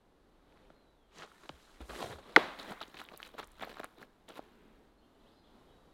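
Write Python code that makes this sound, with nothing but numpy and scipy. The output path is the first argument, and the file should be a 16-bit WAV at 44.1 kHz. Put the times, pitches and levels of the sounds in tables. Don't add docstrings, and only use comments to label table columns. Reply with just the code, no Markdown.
import sys
import numpy as np
from scipy import signal
from scipy.fft import rfft, irfft
from scipy.io import wavfile
from scipy.ndimage import uniform_filter1d

SR = 44100
rng = np.random.default_rng(int(sys.argv[2]) if len(sys.argv) > 2 else 0)


def put_to_file(sound):
    columns = np.atleast_2d(sound).T
    safe = np.clip(columns, -1, 1)
    whole_steps = np.round(safe * 32767)
    wavfile.write(sys.argv[1], SR, whole_steps.astype(np.int16))


N = 261513
TIME = np.arange(N) / SR

# peak time in seconds, crunch level in dB before trim,
# fade in seconds per 20 dB, sole body in dB relative to the crunch.
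FOOTFALL_ROWS = [(1.436, -58, 0.02, -4), (1.809, -53.5, 0.06, 1.5), (1.897, -46.8, .07, 0),
                 (2.187, -53.5, .03, 3.5), (2.593, -45, 0.09, -5), (2.815, -43, 0.0377, -5),
                 (2.943, -53, 0.03, 0.5), (2.971, -50.5, .05, -8), (3.339, -58, 0.03, 4),
                 (3.386, -42, 0.03, -5.5), (3.798, -47.5, 0.0275, 1.5), (3.836, -50.5, .03, 2),
                 (3.975, -59.5, 0.03, 6.5), (4.286, -52, 0.05, 1.5)]
FOOTFALL_SAND_DB = -17
LANDING_SHARE = 0.16
# peak time in seconds, crunch level in dB before trim, rise and fade
# in seconds per 20 dB, sole body and sand fizz in dB relative to the crunch.
DRAG_ROWS = [(.6, -72, 0.44, .5, 1.5, -22), (1.2, -50.5, 0.08, 0.04, -3, -25),
             (1.236, -48, 0.056, .03, -4.5, -27), (1.462, -59.5, .05, 0, 2, -20),
             (1.955, -48.5, .07, 0.04, -3, -22), (2.02, -44.3, 0.1123, 0.1433, .5, -22),
             (2.121, -50, 0.0948, .06, 2.5, -14), (2.298, -57, .16, 0.35, 1.5, -16.5),
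             (2.722, -47.5, 0.13, 0.025, 1, -15), (3.003, -49.5, 0.05, 0.06, -8, -12.5),
             (3.143, -56, 0.1, .021, 1, -18), (3.261, -54.5, 0.13, 0.07, -7, -11.5),
             (3.401, -43, 0.03, 0.01, -3.5, -16), (3.436, -52, 0.08, 0.02, -4, -18),
             (3.629, -44.5, 0.05, 0.0438, -1, -19.5), (3.699, -51, 0.07, 0.11, -2.5, -16),
             (3.78, -54.5, 0.03, .03, -3.5, -19), (4.025, -55, .055, 0.0344, 2.5, -13),
             (4.322, -55, 0.03, .02, -3, -22), (4.377, -50, 0.0547, 0.02, -3.5, -13),
             (4.44, -66, 0.14, .1, 1, -22)]
# time in seconds, crunch level in dB before trim.
SHUFFLE_LEVEL = [(1.05, -87.5), (1.3, -66), (1.7, -66), (2.2, -70), (2.6, -63.5), (2.85, -64), (3.3, -72),
                 (3.75, -67), (3.95, -73.5), (4.15, -83), (4.45, -73), (5, -88)]
SHUFFLE_BODY_DB, SHUFFLE_SAND_DB = -6, -10
PIVOT_S, PIVOT_WIDTH_S, PIVOT_DB = 2.006, 0.12, -58.5
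SLOW_SAND_DB = 0.7
# frequency in Hz, relative dB per Hz.
BODY_SPECTRUM = [(60, -26), (160, -3.5), (260, -2), (420, 0.5), (600, -1.5), (850, -8.5), (1300, -25),
                 (3000, -60.5)]
# frequency in Hz, relative dB per Hz.
CRUNCH_SPECTRUM = [(350, -30.5), (750, -6.5), (1100, 3), (1700, -1.5), (2700, -6.5), (3400, -4.8),
                   (4000, -4.8), (4800, -16.5), (7000, -27), (12000, -50)]
# frequency in Hz, relative dB per Hz.
SPRAY_SPECTRUM = [(2500, -35), (4800, -4), (6000, -2), (8000, -1.5), (11000, -4.5), (13000, -8.5),
                  (16000, -16)]
# frequency in Hz, relative dB per Hz.
FIZZ_SPECTRUM = [(2500, -35), (4800, -4), (6000, -2.5), (8000, -2.5), (11000, -4.5), (13000, -3.7),
                 (16000, -8)]

# start in seconds,
# envelope peak in dB before chatter, ring in Hz, rise in cycles of the ring.
POP_ROWS = [(.524, -53.5, 2200, .5), (.574, -51, 1800, .5), (.7027, -45.5, 1200, .45),
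            (.7035, -45, 450, .55), (1.185, -42, 6200, 1.2), (1.222, -33, 1700, .5), (1.231, -41, 1400, .6),
            (1.2365, -40, 1200, .6), (1.276, -48, 1300, .6), (1.317, -49, 1300, 1.2),
            (1.4925, -31.5, 2950, .6), (1.4939, -31.5, 940, .6), (1.4965, -36.5, 406, .6),
            (1.8055, -37, 320, .45), (1.8058, -43, 1800, .5), (1.816, -45, 9000, .6),
            (1.812, -41, 1000, .6), (1.824, -45, 1500, .6), (1.8955, -40, 1300, .5), (1.909, -40, 1200, .6),
            (1.934, -38, 700, .6), (1.98, -39, 1300, .6), (1.998, -37, 1600, .6), (2.014, -36, 500, .6),
            (2.027, -26, 750, .5), (2.0275, -33, 3700, 1.2), (2.041, -34, 550, .6), (2.059, -36, 620, .6),
            (2.128, -37, 1200, .6), (2.158, -42, 1100, .6), (2.1865, -44, 1110, .6),
            (2.589, -39, 3600, 1.2), (2.594, -41, 4300, 1), (2.598, -32, 3970, 1.8), (2.631, -41, 5800, .6),
            (2.6825, -39, 300, .35), (2.707, -36, 600, .4), (2.71, -42, 10000, 1), (2.711, -41, 200, .45),
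            (2.72, -35, 1100, .6), (2.7235, -38, 700, .6), (2.8055, -40, 3600, 2),
            (2.8124, -31.5, 1150, .5), (2.814, -33, 1300, .6), (2.8157, -36, 3900, 1.2),
            (2.817, -33, 1000, .6), (2.828, -33, 3700, 2), (2.8345, -43, 3400, 3), (2.881, -46, 6000, .55),
            (2.882, -48, 328, .6), (2.943, -40.5, 1400, .6), (2.9695, -38, 2300, .6),
            (2.989, -38, 3500, 1.2), (2.997, -36, 2300, .8), (3.002, -37, 3400, 1.2),
            (3.0157, -30, 1230, .45), (3.041, -45, 12500, 1.2), (3.051, -45, 3500, 1.8),
            (3.088, -36, 2410, .65), (3.121, -45, 550, .6), (3.145, -41, 1100, .6), (3.162, -46, 4200, 1),
            (3.1755, -30, 12000, .8), (3.202, -34.5, 1490, .6), (3.2295, -30, 2840, .7),
            (3.269, -44, 2210, .6), (3.2745, -45, 8000, .6), (3.35, -42.5, 500, .6),
            (3.3815, -36, 1300, .6), (3.385, -39, 1900, .6), (3.3915, -32, 1150, .6),
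            (3.401, -36.5, 950, .6), (3.4305, -35, 1497, .6), (3.4437, -42.5, 7500, .7),
            (3.4735, -42, 11000, .65), (3.518, -46, 9500, .8), (3.6135, -37, 1700, .6),
            (3.6223, -41, 10500, .6), (3.6245, -30.5, 746, .6), (3.629, -33, 2000, .6),
            (3.6339, -31, 1100, .5), (3.636, -32, 2000, .9), (3.65, -38, 1700, .6),
            (3.651, -45, 13000, 1.8), (3.674, -37, 600, .6), (3.6945, -40, 2100, .6),
            (3.7155, -42, 1600, .6), (3.77, -35, 1190, .5), (3.7954, -34, 1600, .9),
            (3.799, -34.5, 607, .9), (3.8332, -33, 1500, .6), (3.8436, -28, 1200, .45),
            (3.844, -32, 9700, .7), (3.855, -41, 2200, .6), (4.0283, -37.5, 1696, 1.1),
            (4.2878, -47, 3600, 1), (4.29, -40, 8040, .7), (4.299, -42, 900, .6), (4.304, -43, 3000, .6),
            (4.3047, -44, 469, .6), (4.373, -43, 1300, .6), (4.3785, -41, 900, .6), (4.3922, -34, 430, .6),
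            (4.393, -35.5, 850, .6)]
TICK_DB, TICK_HZ, TICK_CYCLES = -7, 3400, 0.45
TICK_SOFT_DB_PER_OCTAVE = 3.5

# start in seconds, envelope peak in dB before judder, first pitch in Hz,
# rise in seconds.
THUD_ROWS = [(1.492, -50, 190, .01), (1.52, -57.5, 85.6, .022), (1.803, -43, 72, 0.022),
             (1.88, -48.5, 68, 0.037), (2.025, -44.5, 135, 0.02), (2.088, -47, 135, .017),
             (2.135, -50, 95.3, 0.026), (2.185, -53, 62, .02)]
THUD_SAG = 0.6

# peak time in seconds, level in dB, half width in seconds.
SWISH_ROWS = [(1.208, -63, 0.057), (1.45, -71.5, 0.056), (1.66, -73, .13), (2.01, -62, 0.11)]
# frequency in Hz, relative dB per Hz.
CLOTH_SPECTRUM = [(800, -19.5), (2500, -5), (4200, 0), (7000, -2), (9000, -11), (16000, -24)]

# start in seconds, envelope peak in dB before the high-pass, ring in Hz, rise in milliseconds.
SLAP_ROWS = [(2.3622, -4.5, 1960, .98), (2.3622, -15.5, 750, 0.57), (2.3625, -22, 2300, 1.5),
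             (2.363, -24, 3700, 1.1), (2.36393, -6, 1505, 1.12), (2.366, -9.5, 607, 0.63),
             (2.36787, -9.5, 1193, 0.87), (2.3695, -20, 800, 2.3), (2.3732, -16, 440, 3.2),
             (2.366, -27, 328, 6.5)]
SNAP_S = SLAP_ROWS[0][0]
# frequency in Hz, relative dB per Hz.
CRACK_SPECTRUM = [(300, -40), (1500, -9), (2300, 0), (3000, 0), (4000, -2.5), (5000, -12), (6500, -16.5),
                  (8000, -24), (10000, -26), (16000, -36)]
GROUND_ECHO_S, GROUND_ECHO_DB = .0024, -2.5

# frequency in Hz, relative dB per Hz.
ECHO_SPECTRUM = [(60, -18), (170, -4), (300, 1), (450, 2.5), (700, 2), (1100, -0.5), (2000, -3),
                 (2700, -8.7), (3900, -8.7), (5200, -23), (8000, -31.5), (16000, -39)]
# frequency in Hz, 60 dB decay time in seconds.
FOREST_T60_S = [(150, 0.57), (450, .5), (900, .68), (2000, 0.63), (4000, .6), (14000, .62)]
# frequency in Hz, relative dB per Hz.
HILL_SPECTRUM = [(200, -22), (500, -6), (800, 0), (1300, 0), (2000, -3), (2700, -14), (5000, -35)]
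HILL_DELAY_S, HILL_WIDTH_S, HILL_DB = .35, .13, -54

# start in seconds, length in seconds, level in dB before the song trim,
# first, middle and last pitch in Hz.
BIRD_NOTES = [(1.348, .022, -64.5, 1670, 1760, 1740), (4.972, .04, -75, 3850, 4300, 3900),
              (5.003, .07, -75, 2750, 3130, 3150), (5.025, .05, -77, 2750, 2820, 2850),
              (5.11, .09, -79, 2900, 3000, 3050), (5.198, .022, -70, 4700, 3700, 2750),
              (5.218, .042, -78, 2750, 2560, 2650), (5.256, .048, -68.5, 2660, 3500, 4950),
              (5.345, .06, -73, 3800, 4120, 4020), (5.432, .03, -69.5, 2950, 3450, 3890),
              (5.455, .039, -69.5, 3900, 3350, 2600), (5.5, .19, -81, 3780, 3740, 3720),
              (5.56, .11, -82, 3020, 2990, 3000), (5.665, .045, -72, 3147, 3280, 3430),
              (5.68, .055, -75, 3000, 3000, 3020), (5.703, .05, -71.5, 3500, 3850, 3880),
              (5.78, .15, -80, 3850, 3830, 3780)]
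TWITTER_SPAN_S, TWITTER_PER_S, TWITTER_NOTE_S = (5.3, 5.42), 70, .02
TWITTER_DB, TWITTER_HZ, TWITTER_RANGE = -77.5, 4400, 0.2
# time in seconds, pitch in Hz, level in dB.
WHISTLE_GLIDE = [(.74, 4250, -86), (.77, 4190, -75.5), (.84, 4070, -77), (.87, 3920, -82),
                 (.9, 3930, -77.5), (.955, 3850, -87), (1.0, 3400, -78), (1.06, 3160, -79),
                 (1.09, 3130, -88)]
# frequency in Hz, relative dB per Hz.
CHORUS_SPECTRUM = [(1500, -45), (2500, -12), (3000, -1), (3800, 0), (4500, -4), (5400, -16), (7000, -45)]
CHORUS_S, CHORUS_WIDTH_S, CHORUS_DB = 5.45, .4, -84.5

# time in seconds, level in dB.
AIR_LEVEL_DB = [(0, -68.5), (.3, -67.5), (.5, -66.5), (1.05, -69), (4.15, -68.5), (4.5, -66.5), (4.93, -68),
                (5.05, -65)]
# frequency in Hz, relative dB per Hz.
AIR_SPECTRUM = [(20, -7), (70, -3), (120, -3), (220, 1.5), (400, 0.5), (560, -4), (850, -5.5),
                (1400, -11.5), (2400, -20.5), (3900, -19.5), (5400, -28.5), (8000, -31.5), (12500, -33),
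                (16000, -44)]
# frequency in Hz, relative dB per Hz.
LOW_NOISE_SPECTRUM = [(80, -28), (150, -12), (220, 3), (300, 0), (420, -1.5), (650, -18), (1400, -13.5),
                      (2300, -18.5), (4000, -25), (6000, -45)]
LOW_NOISE_S, LOW_NOISE_WIDTH_S, LOW_NOISE_DB = 4.62, 0.26, -64.5

EDGE_HZ = 16050


def scuffs():
    loads = []
    for s, db, fade_s, body_db in FOOTFALL_ROWS:
        loads.append((pressure(s, db, LANDING_SHARE * fade_s, fade_s), body_db, FOOTFALL_SAND_DB))
    for *stroke, body_db, sand_db in DRAG_ROWS:
        loads.append((pressure(*stroke), body_db, sand_db))
    shuffle = amp(np.interp(TIME, *np.transpose(SHUFFLE_LEVEL)))
    loads.append((shuffle, SHUFFLE_BODY_DB, SHUFFLE_SAND_DB))

    power = sum((amp([[body_db], [0], [sand_db]]) * load) ** 2 for load, body_db, sand_db in loads)
    body, crunch, fizz = np.sqrt(power)
    fizz = np.hypot(fizz, amp(PIVOT_DB) * swell(PIVOT_S, PIVOT_WIDTH_S))

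    speed = np.interp(TIME, [2.4, 2.9], [1, 0])
    fast, slow = np.sqrt(speed), np.sqrt(1 - speed)
    fizz = fizz * amp(SLOW_SAND_DB * (1 - speed))
    stones = fast * grit(per_s=6500, spread_db=2.6, hiss=0.4, clump_db=1.3)
    stones = stones + slow * grit(per_s=2000, spread_db=3.5, hiss=0.45, clump_db=2.2)

    dense = grit(per_s=6000, spread_db=3.0, hiss=.6, clump_db=1.54)
    spray = coloured(evened(0.4 * stones + dense), SPRAY_SPECTRUM)
    sparse = grit(per_s=1100, spread_db=4.6, hiss=.5)
    ticks = coloured(mottled(evened(0.4 * stones + sparse)), FIZZ_SPECTRUM)
    sand = fast * spray + slow * ticks

    thump = amp(0.28) * coloured(body * stones, BODY_SPECTRUM)
    crush = amp(-0.8) * coloured(crunch * mottled(stones), CRUNCH_SPECTRUM)
    return thump + crush + amp(-.5) * fizz * sand


def pops_and_knocks(chatter_db=-9, chatter_s=.004):
    t = TIME[:SR // 20]
    chatter = rng.standard_normal(len(t)) * blow(t, chatter_s / 2)
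    rows = [pop(*row) for row in POP_ROWS]
    for s, db, hz, _ in POP_ROWS:
        if hz < TICK_HZ:
            tick_db = db + TICK_DB - TICK_SOFT_DB_PER_OCTAVE * np.log2(TICK_HZ / hz)
            rows.append(pop(s, tick_db, TICK_HZ, TICK_CYCLES))
    pops = knocks(rows)
    tail = signal.oaconvolve(pops, chatter / np.linalg.norm(chatter))[:N]
    return pops + amp(chatter_db) * tail


def pop(s, db, hz, cycles):
    return s, db, hz, cycles / hz * 10 ** 3


def thuds(rough=.4):
    out, t = np.zeros(N), TIME[:SR // 2]
    for s, db, first_hz, rise_s in THUD_ROWS:
        hz = first_hz * (THUD_SAG + (1 - THUD_SAG) * np.exp(-t / (2 * rise_s)))
        add(out, s, amp(db) * blow(t, rise_s) * tone(hz))
    judder = rough * (TIME > PIVOT_S)
    return out * (1 - judder / 2 + judder * drift(140))


def clothes(flutter_db=2.0):
    rub = grit(per_s=6000, spread_db=3, hiss=.7) * amp(flutter_db * drift(70))
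    sweep = sum(amp(db) * swell(s, width_s) for s, db, width_s in SWISH_ROWS)
    return coloured(rub, CLOTH_SPECTRUM) * sweep


def snap(crack_db=2.5, crack_s=.0025, flutter_db=-34, flutter_s=.011, lowest_hz=165):
    out, t = knocks(SLAP_ROWS), TIME[:SR // 5]
    crack, flutter = rng.standard_normal((2, len(t)))
    z = rfft(crack * np.exp(-t / crack_s))
    burst = irfft(z / abs(z)) * np.exp(-t / (2 * crack_s))
    crack = amp(crack_db) * coloured(burst, CRACK_SPECTRUM)
    add(out, SNAP_S, crack)
    add(out, SNAP_S + GROUND_ECHO_S, amp(GROUND_ECHO_DB) * crack)
    add(out, SNAP_S, amp(flutter_db) * coloured(flutter * blow(t, flutter_s), BODY_SPECTRUM))
    return signal.sosfilt(signal.butter(2, lowest_hz, "highpass", fs=SR, output="sos"), out)


def forest(x, build_s=0.0097):
    taps = rng.standard_normal(SR) * (1 - np.exp(-(TIME[:SR] / build_s) ** 2))
    hz, t, z = signal.stft(taps, SR, nperseg=256)
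    decay = amp(-60 * t / read(FOREST_T60_S, hz)[:, None])
    tail = signal.istft(z * decay, SR, nperseg=256)[1]
    return signal.oaconvolve(x, tail / np.linalg.norm(tail))[:N]


def hillside():
    smear = coloured(rng.standard_normal(N), HILL_SPECTRUM)
    return smear * amp(HILL_DB) * swell(SNAP_S + HILL_DELAY_S, HILL_WIDTH_S)


def birds(waver=.006):
    out = np.zeros(N)
    notes = list(BIRD_NOTES)
    for s, *tune in scattered(TWITTER_SPAN_S, TWITTER_PER_S):
        pitches_hz = TWITTER_HZ * (1 + TWITTER_RANGE * (2 * np.array(tune) - 1))
        notes.append((s, TWITTER_NOTE_S, TWITTER_DB, *pitches_hz))
    wobble = 1 + waver * drift(150)
    for s, length_s, db, *pitches_hz in notes:
        u = np.linspace(0, 1, int(length_s * SR))
        glide_hz = np.polyval(np.polyfit([0, .5, 1], pitches_hz, 2), u)
        hz = glide_hz * np.roll(wobble, -round(s * SR))[:len(u)]
        add(out, s, amp(db) * np.sin(np.pi * u) * tone(hz))
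    return out


def whistle(waver=.005, flutter_db=2.5):
    s, hz, db = np.transpose(WHISTLE_GLIDE)
    pitch_hz = np.interp(TIME, s, hz) * (1 + waver * drift(150))
    level = amp(np.interp(TIME, s, db) + flutter_db * drift(45))
    return level * (TIME > s[0]) * (TIME < s[-1]) * tone(pitch_hz)


def chorus(flutter_db=.7):
    haze = coloured(rng.standard_normal(N), CHORUS_SPECTRUM)
    return haze * amp(CHORUS_DB + flutter_db * drift(22)) * swell(CHORUS_S, CHORUS_WIDTH_S)


def air(waver_db=0.97, rumble_db=-70.5, gust_db=1.8):
    level_db = np.interp(TIME, *np.transpose(AIR_LEVEL_DB)) + waver_db * drift(7.2)
    wash = coloured(rng.standard_normal(N), AIR_SPECTRUM) * amp(level_db)
    low_noise = coloured(rng.standard_normal(N), LOW_NOISE_SPECTRUM)
    low_noise = low_noise * amp(LOW_NOISE_DB) * swell(LOW_NOISE_S, LOW_NOISE_WIDTH_S)
    rumble = coloured(rng.standard_normal(N), [(10, -10), (30, 0), (55, -6), (120, -28), (500, -70)])
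    return wash + low_noise + rumble * amp(rumble_db + gust_db * drift(3.5))


def grit(per_s, spread_db, hiss, clump_db=2.5):
    size = amp(spread_db * np.minimum(rng.exponential(1, N), 5)) * rng.choice([-1, 1], N)
    clicks = evened(size * (rng.random(N) < per_s / SR)) + hiss * rng.standard_normal(N)
    clicks = clicks * amp(clump_db * drift(320))
    return clicks / np.sqrt(abs(uniform_filter1d(clicks ** 2, size=900)) + 1e-9)


def mottled(x, patch_db=2.5):
    z = signal.stft(x, nperseg=256)[2]
    patches = uniform_filter1d(rng.standard_normal(z.shape), size=4, axis=0)
    patches = uniform_filter1d(patches, size=5, axis=1)
    return signal.istft(z * evened(amp(patch_db * evened(patches))), nperseg=256)[1][:N]


def pressure(s, db, rise_s, fade_s):
    return amp(db - 20 * np.minimum(np.maximum((s - TIME) / rise_s, (TIME - s) / fade_s), 10))


def knocks(rows):
    out = np.zeros(N)
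    for s, db, hz, rise_ms in rows:
        t = TIME[:SR // 10] + round(s * SR) / SR - s
        add(out, s, amp(db) * blow(t, rise_ms / 10 ** 3) * np.sin(2 * np.pi * hz * t))
    return out


def blow(t, rise_s):
    k = np.maximum(t, 0) / rise_s
    return (k * np.exp(1 - k)) ** 2


def swell(s, width_s):
    return np.exp(-((TIME - s) / width_s) ** 2)


def tone(hz):
    return np.sin(2 * np.pi * np.cumsum(hz) / SR)


def drift(hz):
    knots = rng.standard_normal(N)
    return evened(np.interp(TIME * hz, np.arange(N), knots))


def scattered(span_s, per_s):
    slots = np.arange(span_s[0], span_s[1], 1 / per_s)
    draws = rng.random((200, 4))
    return [(s + late / per_s, *rest) for s, (late, *rest) in zip(slots, draws)]


def coloured(x, spectrum, size=4096):
    log_gain = np.log(amp(read(spectrum, abs(np.fft.fftfreq(size, 1 / SR)))))
    taps = np.fft.ifft(np.exp(np.conj(signal.hilbert(log_gain)))).real[:size // 2]
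    return signal.oaconvolve(x, taps / np.linalg.norm(taps))[:len(x)]


def read(points, hz):
    f, value = np.transpose(points)
    return np.interp(np.log(hz + 1), np.log(f + 1), value)


def amp(db):
    return 10 ** (np.asarray(db) / 20)


def evened(x):
    return x / np.sqrt(np.mean(x ** 2) + 1e-20)


def add(mix, s, sound):
    part = mix[round(s * SR):][:len(sound)]
    part += sound[:len(part)]


def scene(echo_db=-0.93):
    player = scuffs() + pops_and_knocks() + thuds() + clothes()
    song = birds()
    outward = np.zeros(N)
    add(outward, SNAP_S, amp([echo_db]))
    echo = forest(amp(-20) * player + coloured(outward, ECHO_SPECTRUM) + amp(-3.0) * song)
    near = player + snap()
    far = echo + hillside() + amp(-2.5) * song + whistle() + chorus() + air()
    return (near + far)[None]


def record(dry):
    taps = signal.firwin(511, EDGE_HZ, window=("kaiser", 9), fs=SR)
    return signal.oaconvolve(dry, taps[None], "same")


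dry = scene()
out = record(dry)
put_to_file(out)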